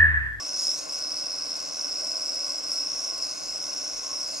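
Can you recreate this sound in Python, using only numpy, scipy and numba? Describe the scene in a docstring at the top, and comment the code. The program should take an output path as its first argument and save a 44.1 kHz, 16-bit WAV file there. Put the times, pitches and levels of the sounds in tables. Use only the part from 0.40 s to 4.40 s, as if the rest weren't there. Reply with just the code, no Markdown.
"""A ball-bearing yo-yo spins on its string in a curtained room, close to a small camera.
Impacts of the balls excite the bearing's bright resonance, which throbs once a turn as the spin runs down.
Friction of the string on the rims adds hiss; interference with a close reflection makes both swoosh
as the yo-yo is swung and hopped. A faint motor hum and room noise lie beneath."""
import sys
import numpy as np
from scipy import signal
from scipy.fft import rfft, irfft
from scipy.io import wavfile
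from scipy.ndimage import uniform_filter1d, map_coordinates
from numba import njit

SR = 44100
rng = np.random.default_rng(int(sys.argv[2]) if len(sys.argv) > 2 else 0)


def wav_record(signal):
    """Record a signal, one row per channel, as 16-bit PCM in the file named by sys.argv[1]."""
    frames = np.transpose(np.atleast_2d(signal))
    bounded = np.clip(frames, -1, 1)
    # unit amplitude maps onto the largest positive 16-bit level
    quanta = np.round(bounded * 32767).astype(np.int16)
    wavfile.write(sys.argv[1], SR, quanta)


N = 176400
TIME_S = np.arange(N) / SR

# Loudness of the bearing's ring as it swells and dips: time_s, level_db
BEARING_LEVEL = [(0, -35), (.17, -29.5), (.29, -25.5), (.36, -31.5), (.46, -40), (.54, -30.5), (.6, -31),
                 (1.0, -32), (1.33, -34.5), (1.42, -31), (1.93, -30), (2.1, -30), (2.22, -33.5),
                 (2.39, -27.5), (2.47, -32), (2.68, -30), (2.78, -33.5), (2.84, -29.5), (2.99, -37.5),
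                 (3.08, -33), (3.45, -32), (3.62, -34.5), (3.8, -30.5), (3.88, -32.5), (4, -36)]
# Once-a-turn modulation: time_s, depth_db
THROB_DEPTH = [(0, 1), (1.35, -3), (1.6, 2), (2.1, 2), (2.3, 0), (4, 1.5)]
# Response of bearing and shell: frequency_hz, gain_db
BEARING_SPECTRUM = [(2000, -46), (2660, -24.5), (3200, -39.5), (4250, -22.5), (4520, -15), (4700, -15.5),
                    (4920, -6), (5130, -2.5), (5320, -1.5), (5540, -2), (5800, -5.5), (6200, -13),
                    (6700, -16.5), (7350, -30.5), (8150, -18.5), (8600, -22.5), (9250, -25.5), (10500, -35),
                    (12000, -39.5), (13300, -40), (15000, -59)]
# Centre of the bright ring, swaying slightly in pitch: time_s, pitch_hz
RING_PITCH = [(0, 5350), (.23, 5080), (.36, 5480), (.44, 5200), (.8, 5290), (1.42, 5400), (1.52, 5270),
              (2.3, 5300), (2.66, 5440), (2.74, 5200), (2.86, 5170), (3.2, 5280), (3.5, 5430), (3.8, 5380),
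              (3.91, 5100), (4, 5200)]
# Colour of ticks and string brushes: frequency_hz, gain_db
TICK_SPECTRUM = [(3000, -25), (5300, -3), (7000, -6), (8200, 0), (9200, -8), (10500, -5), (12000, -21),
                 (13300, -22), (15000, -38)]
def bearing(spin_hz=88.75, slowing_hz_per_s=4.5, impacts_per_s=2800, ticks_per_s=170):
    """Impact excitation: the balls ring the bearing, harder once a turn; a few hard hits tick."""
    turns = np.cumsum(spin_hz - slowing_hz_per_s * TIME_S) / SR
    flutter_db = .8 * walk(hz=43.8)
    throb = undb(curve(THROB_DEPTH) * np.cos(2 * np.pi * turns) + flutter_db)
    impacts = impulses(impacts_per_s, spread_db=3.1) * np.sign(noise())
    fizz = undb(-10) * noise()
    ring = colour((unit(impacts) + fizz) * throb, BEARING_SPECTRUM)
    ring = ring + undb(2.5) * resonate(ring, curve(RING_PITCH), width_hz=350.)
    ring = reflect(ring, echo_db=-8.5)
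    ring = ring / np.sqrt(uniform_filter1d(ring ** 2, size=3000))  # even out slow level changes
    hard_hits = impulses(ticks_per_s * throb, spread_db=3) * throb
    ticks = undb(-21.5) * unit(colour(hard_hits, TICK_SPECTRUM))
    return (ring + ticks) * undb(curve(BEARING_LEVEL))


# Jerks of the string: centre_s, peak_db
JERKS = [(.164, -21), (.227, -19), (.2703, -14.5), (.3063, -21), (.3165, -21), (.524, -22), (.6145, -24),
         (.769, -21), (1.042, -21), (1.1195, -23), (1.131, -19.5), (1.413, -21), (1.519, -22),
         (1.6695, -21), (1.7185, -21), (2.3185, -14.5), (2.4078, -18), (2.472, -20), (2.519, -22),
         (2.826, -20)]
def knocks(pitch_hz=5310, sigma_s=.00092):
    """Backlash: each jerk knocks the bearing through its play, giving a Gaussian tone burst."""
    envelope = sum(undb(db) * np.exp(-((TIME_S - at) / sigma_s) ** 2 / 2) for at, db in JERKS)
    wavering_hz = pitch_hz * (1 + .023 * walk(hz=289.2))
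    return envelope * np.sin(2 * np.pi * np.cumsum(wavering_hz) / SR)


# String rubbing the rims: time_s, level_db
RUB_LEVEL = [(0, -43), (.16, -46.5), (.23, -35.5), (.3, -39.5), (.39, -37.5), (.47, -43), (.62, -48.5),
             (1.2, -49.5), (1.7, -45.5), (2.45, -46.5), (2.68, -45.5), (3.11, -42), (3.3, -47),
             (3.8, -44.5), (4, -37)]
# Hiss of the fibres: frequency_hz, gain_db
FIBRE_SPECTRUM = [(2000, -28), (3500, -16.5), (5000, -3.5), (6500, 1.5), (7400, -5.5), (9000, -5.5),
                  (10300, -18), (12000, -24), (13300, -24), (15000, -33)]
# String brushing the shell: centre_s, half_width_s, level_db
SHELL_BRUSHES = [(.25, .05, -49), (.53, .025, -51), (1.66, .03, -51), (1.87, .03, -50), (2.09, .02, -49),
                 (2.34, .04, -47), (2.781, .002, -43)]
def string(roughness_db=3.5):
    """Sliding friction: the string hisses on the rims and briefly brushes the shell."""
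    friction = noise() * undb(roughness_db * walk(hz=320))
    rub = undb(curve(RUB_LEVEL)) * unit(colour(friction, FIBRE_SPECTRUM))
    brushes = swells(SHELL_BRUSHES) * unit(colour(friction, TICK_SPECTRUM))
    return reflect(rub + brushes, echo_db=-2.5)


# Lag of the close reflection as the yo-yo moves: time_s, lag_ms
ECHO_LAG = [(0, .38), (.13, .31), (.19, .58), (.25, .6), (.36, .51), (.42, .455), (.53, .385), (.62, .22),
            (1.03, .22), (1.38, .3), (1.52, .39), (2.4, .385), (2.53, .325), (2.67, .32), (2.74, .39),
            (2.83, .4), (2.9, .455), (3.02, .46), (3.27, .31), (3.7, .3), (3.89, .41), (4, .45)]
def reflect(x, echo_db):
    """Comb filtering: a slightly dull reflection with a moving lag interferes with the direct sound."""
    dull = uniform_filter1d(x, size=3)
    lag_samples = curve(ECHO_LAG) * SR / 1000
    echo = map_coordinates(dull, [np.arange(N) - lag_samples], mode="mirror")
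    return (x + undb(echo_db) * echo) / np.hypot(1, undb(echo_db))


# Motor partials: pitch_hz, left_db, right_db
MOTOR_PARTIALS = [(275.1, -60, -67), (292.9, -57, -66.5), (323.2, -60.5, -84), (361.7, -66.5, -80),
                  (470.6, -60.5, -74), (571, -56.5, -62), (614, -62, -85), (766, -60.5, -82),
                  (823, -59.5, -81), (1266, -76, -82), (1453, -73, -60), (1572, -63.5, -73.5),
                  (1740, -74, -76), (2111, -68, -66.5), (2194, -77, -73), (2214, -72, -68),
                  (2530, -60, -72), (2693, -68, -84)]
def motor(waver_rad=.6, left_lag_rad=.96):
    """Line spectrum: a small motor hums in steady partials that waver slightly in phase."""
    hum = 0
    for hz, left_db, right_db in MOTOR_PARTIALS:
        phase = 2 * np.pi * (hz * TIME_S + rng.random()) + waver_rad * walk(hz=10.4)
        left = undb(left_db) * np.sin(phase - left_lag_rad)
        right = undb(right_db) * np.sin(phase)
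        hum = hum + np.sqrt(2) * np.array([left, right])
    return hum


# Tones in the whirr: centre_s, half_width_s, level_db, pitch_hz, waver_hz
HOLLOW_TONES = [(.005, 0.034, -45.5, 1140, 29.8), (1.044, 0.031, -56.5, 640, 46),
                (1.632, 0.026, -47, 561.4, 420), (1.737, 0.14, -52.5, 640, 60),
                (1.97, .13, -53.5, 559.6, 23), (2.1, 0.046, -50.5, 1100, 62), (2.34, 0.023, -56, 1360, 30),
                (2.37, 0.045, -53, 625, 44), (2.655, 0.11, -56, 663, 74), (2.758, 0.056, -51, 1078, 10),
                (3.543, 0.063, -53.5, 623, 74), (3.69, 0.067, -50.5, 1073, 8)]
def hollow_tones():
    """Random phase modulation widens faint, swelling tones into hollow narrow bands."""
    tones = 0
    for at, half_width, db, pitch_hz, waver_hz in HOLLOW_TONES:
        phase = 2 * np.pi * pitch_hz * TIME_S + walk(waver_hz)
        tones = tones + swells([(at, half_width, db)]) * np.sqrt(2) * np.sin(phase)
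    return tones


# Motor whirr and room noise: frequency_hz, gain_db
WHIRR_SPECTRUM = [(20, -28), (48, -5), (75, -16.5), (150, -5), (240, -8), (282, 1), (340, -7), (420, -5),
                  (530, -1), (650, 5), (760, -4), (930, -5), (1090, 4), (1270, -4.5), (1400, -4),
                  (1500, 2.5), (1650, -14.5), (1900, -15), (2180, -8.5), (2370, -15.5), (2660, -3),
                  (2850, -14.5), (3300, -16), (6000, -6), (14000, -58)]
# Air stirred by the arms: centre_s, half_width_s, level_db
AIR_PUFFS = [(2.57, 0.056, -61), (3.1, 0.093, -62), (3.58, 0.059, -58)]
# Colour of the puffs: frequency_hz, gain_db
PUFF_SPECTRUM = [(12, -10), (30, -1), (60, -1), (150, -26), (600, -70)]
def whirr_and_puffs(whirr_db=-42.5):
    """Continuous spectra: steady motor and room noise, and low puffs of air from the moving arms."""
    whirr = undb(whirr_db) * unit(colour(noise(), WHIRR_SPECTRUM))
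    puffs = swells(AIR_PUFFS) * unit(colour(noise(), PUFF_SPECTRUM))
    return whirr + puffs


def place(source, image):
    """Partial coherence: two microphones share the direct sound; each adds its own diffuse part."""
    lead_rad = over_bins(image, column=1)
    balance = undb(over_bins(image, column=2))
    diffuse = undb(over_bins(image, column=3))
    direct, channels = rfft(source()), []
    for side in (1, -1):  # left, right
        heard = direct * np.exp(.5j * side * lead_rad) + diffuse * rfft(source())
        pan = np.sqrt(2 / (1 + balance ** (-2 * side)))
        channels.append(irfft(heard * pan / np.hypot(1, diffuse), N))
    return np.array(channels)


def undb(db):
    """Decibels to gain."""
    return 10 ** (np.asarray(db) / 20)


def unit(x):
    """Scale to rms 1."""
    return x / np.sqrt(np.mean(x ** 2))


def curve(rows):
    """Linear interpolation over time."""
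    return np.interp(TIME_S, *np.transpose(rows))


def over_bins(rows, column=1):
    """Interpolation of one column over log frequency."""
    rows = np.array(rows)
    bin_hz = np.arange(N // 2 + 1) * SR / N
    return np.interp(np.log(bin_hz + 1), np.log(rows[:, 0]), rows[:, column])


def colour(x, spectrum):
    """Minimum-phase filter: folding the cepstrum makes the response causal."""
    cepstrum = irfft(np.log(undb(over_bins(spectrum))), N)
    cepstrum[1:N // 2] *= 2
    cepstrum[N // 2 + 1:] = 0
    return irfft(rfft(x) * np.exp(rfft(cepstrum)), N)


def noise():
    """White noise."""
    return rng.standard_normal(N)


def impulses(per_s, spread_db):
    """Poisson process: independent impacts of random strength."""
    hits = rng.random(N) < per_s / SR
    return hits * undb(spread_db * np.clip(noise(), -2, 2))


def walk(hz):
    """Smooth random motion up to about hz, rms 1."""
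    bins = rfft(rng.standard_normal(N // 20))
    lowpass = np.exp(-(np.arange(len(bins)) * SR / N / hz) ** 2)
    slow = unit(irfft(bins * lowpass))
    return np.interp(np.arange(N) / 20, np.arange(len(slow)), slow)


def swells(rows):
    """Gaussian envelopes, each down to 1/e one half-width from its centre."""
    return sum(undb(db) * np.exp(-((TIME_S - at) / half_width) ** 2) for at, half_width, db in rows)


@njit
def resonate(x, centre_hz, width_hz):
    """Second-order resonance: a band-pass with a moving centre."""
    y, band_state, low_state = np.empty(len(x)), 0., 0.
    for i in range(len(x)):
        tuning = np.tan(np.pi * centre_hz[i] / SR)
        damping = width_hz / centre_hz[i]
        band = (band_state + tuning * (x[i] - low_state)) / (1 + tuning * (tuning + damping))
        band_state = 2 * band - band_state
        low_state += 2 * tuning * band
        y[i] = damping * band
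    return y


# Stereo images: frequency_hz, left_lead_rad, left_minus_right_db, diffuse_to_direct_db
YOYO_STEREO = [(3000, -.8, 1, -6), (4500, -.55, 0, -9), (5300, -.63, -.5, -16), (6700, -.72, -2, -8),
               (8200, -1.4, -4.5, -4), (9500, -2.4, -3, 2), (10400, 0, -1, 0), (12500, 0, 0, -16)]
WHIRR_STEREO = [(30, -1.5, 0, 2), (201, -2, -1.5, -8), (286, -3, 11.5, -4), (376, -1.8, 3, -2),
                (660, -2, 7, -9.5), (1110, -2.5, 3, -1.5), (1540, -2.5, 6, -6.5), (1900, 0, 3, 3),
                (2630, -0.96, -1, -5.5), (6000, -1.5, 11.5, -12)]
def scene():
    """Superposition: the yo-yo in front, the hum around it and stronger on the left."""
    yoyo = place(lambda: bearing() + string(), YOYO_STEREO) + knocks()
    return yoyo + place(whirr_and_puffs, WHIRR_STEREO) + motor() + hollow_tones()


def record(dry, cutoff_hz=15400):
    """Band limiting: the camera's steep low-pass cuts the top treble."""
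    return signal.sosfilt(signal.ellip(8, .2, 70, cutoff_hz, fs=SR, output="sos"), dry)


dry = scene()
out = record(dry)
wav_record(out)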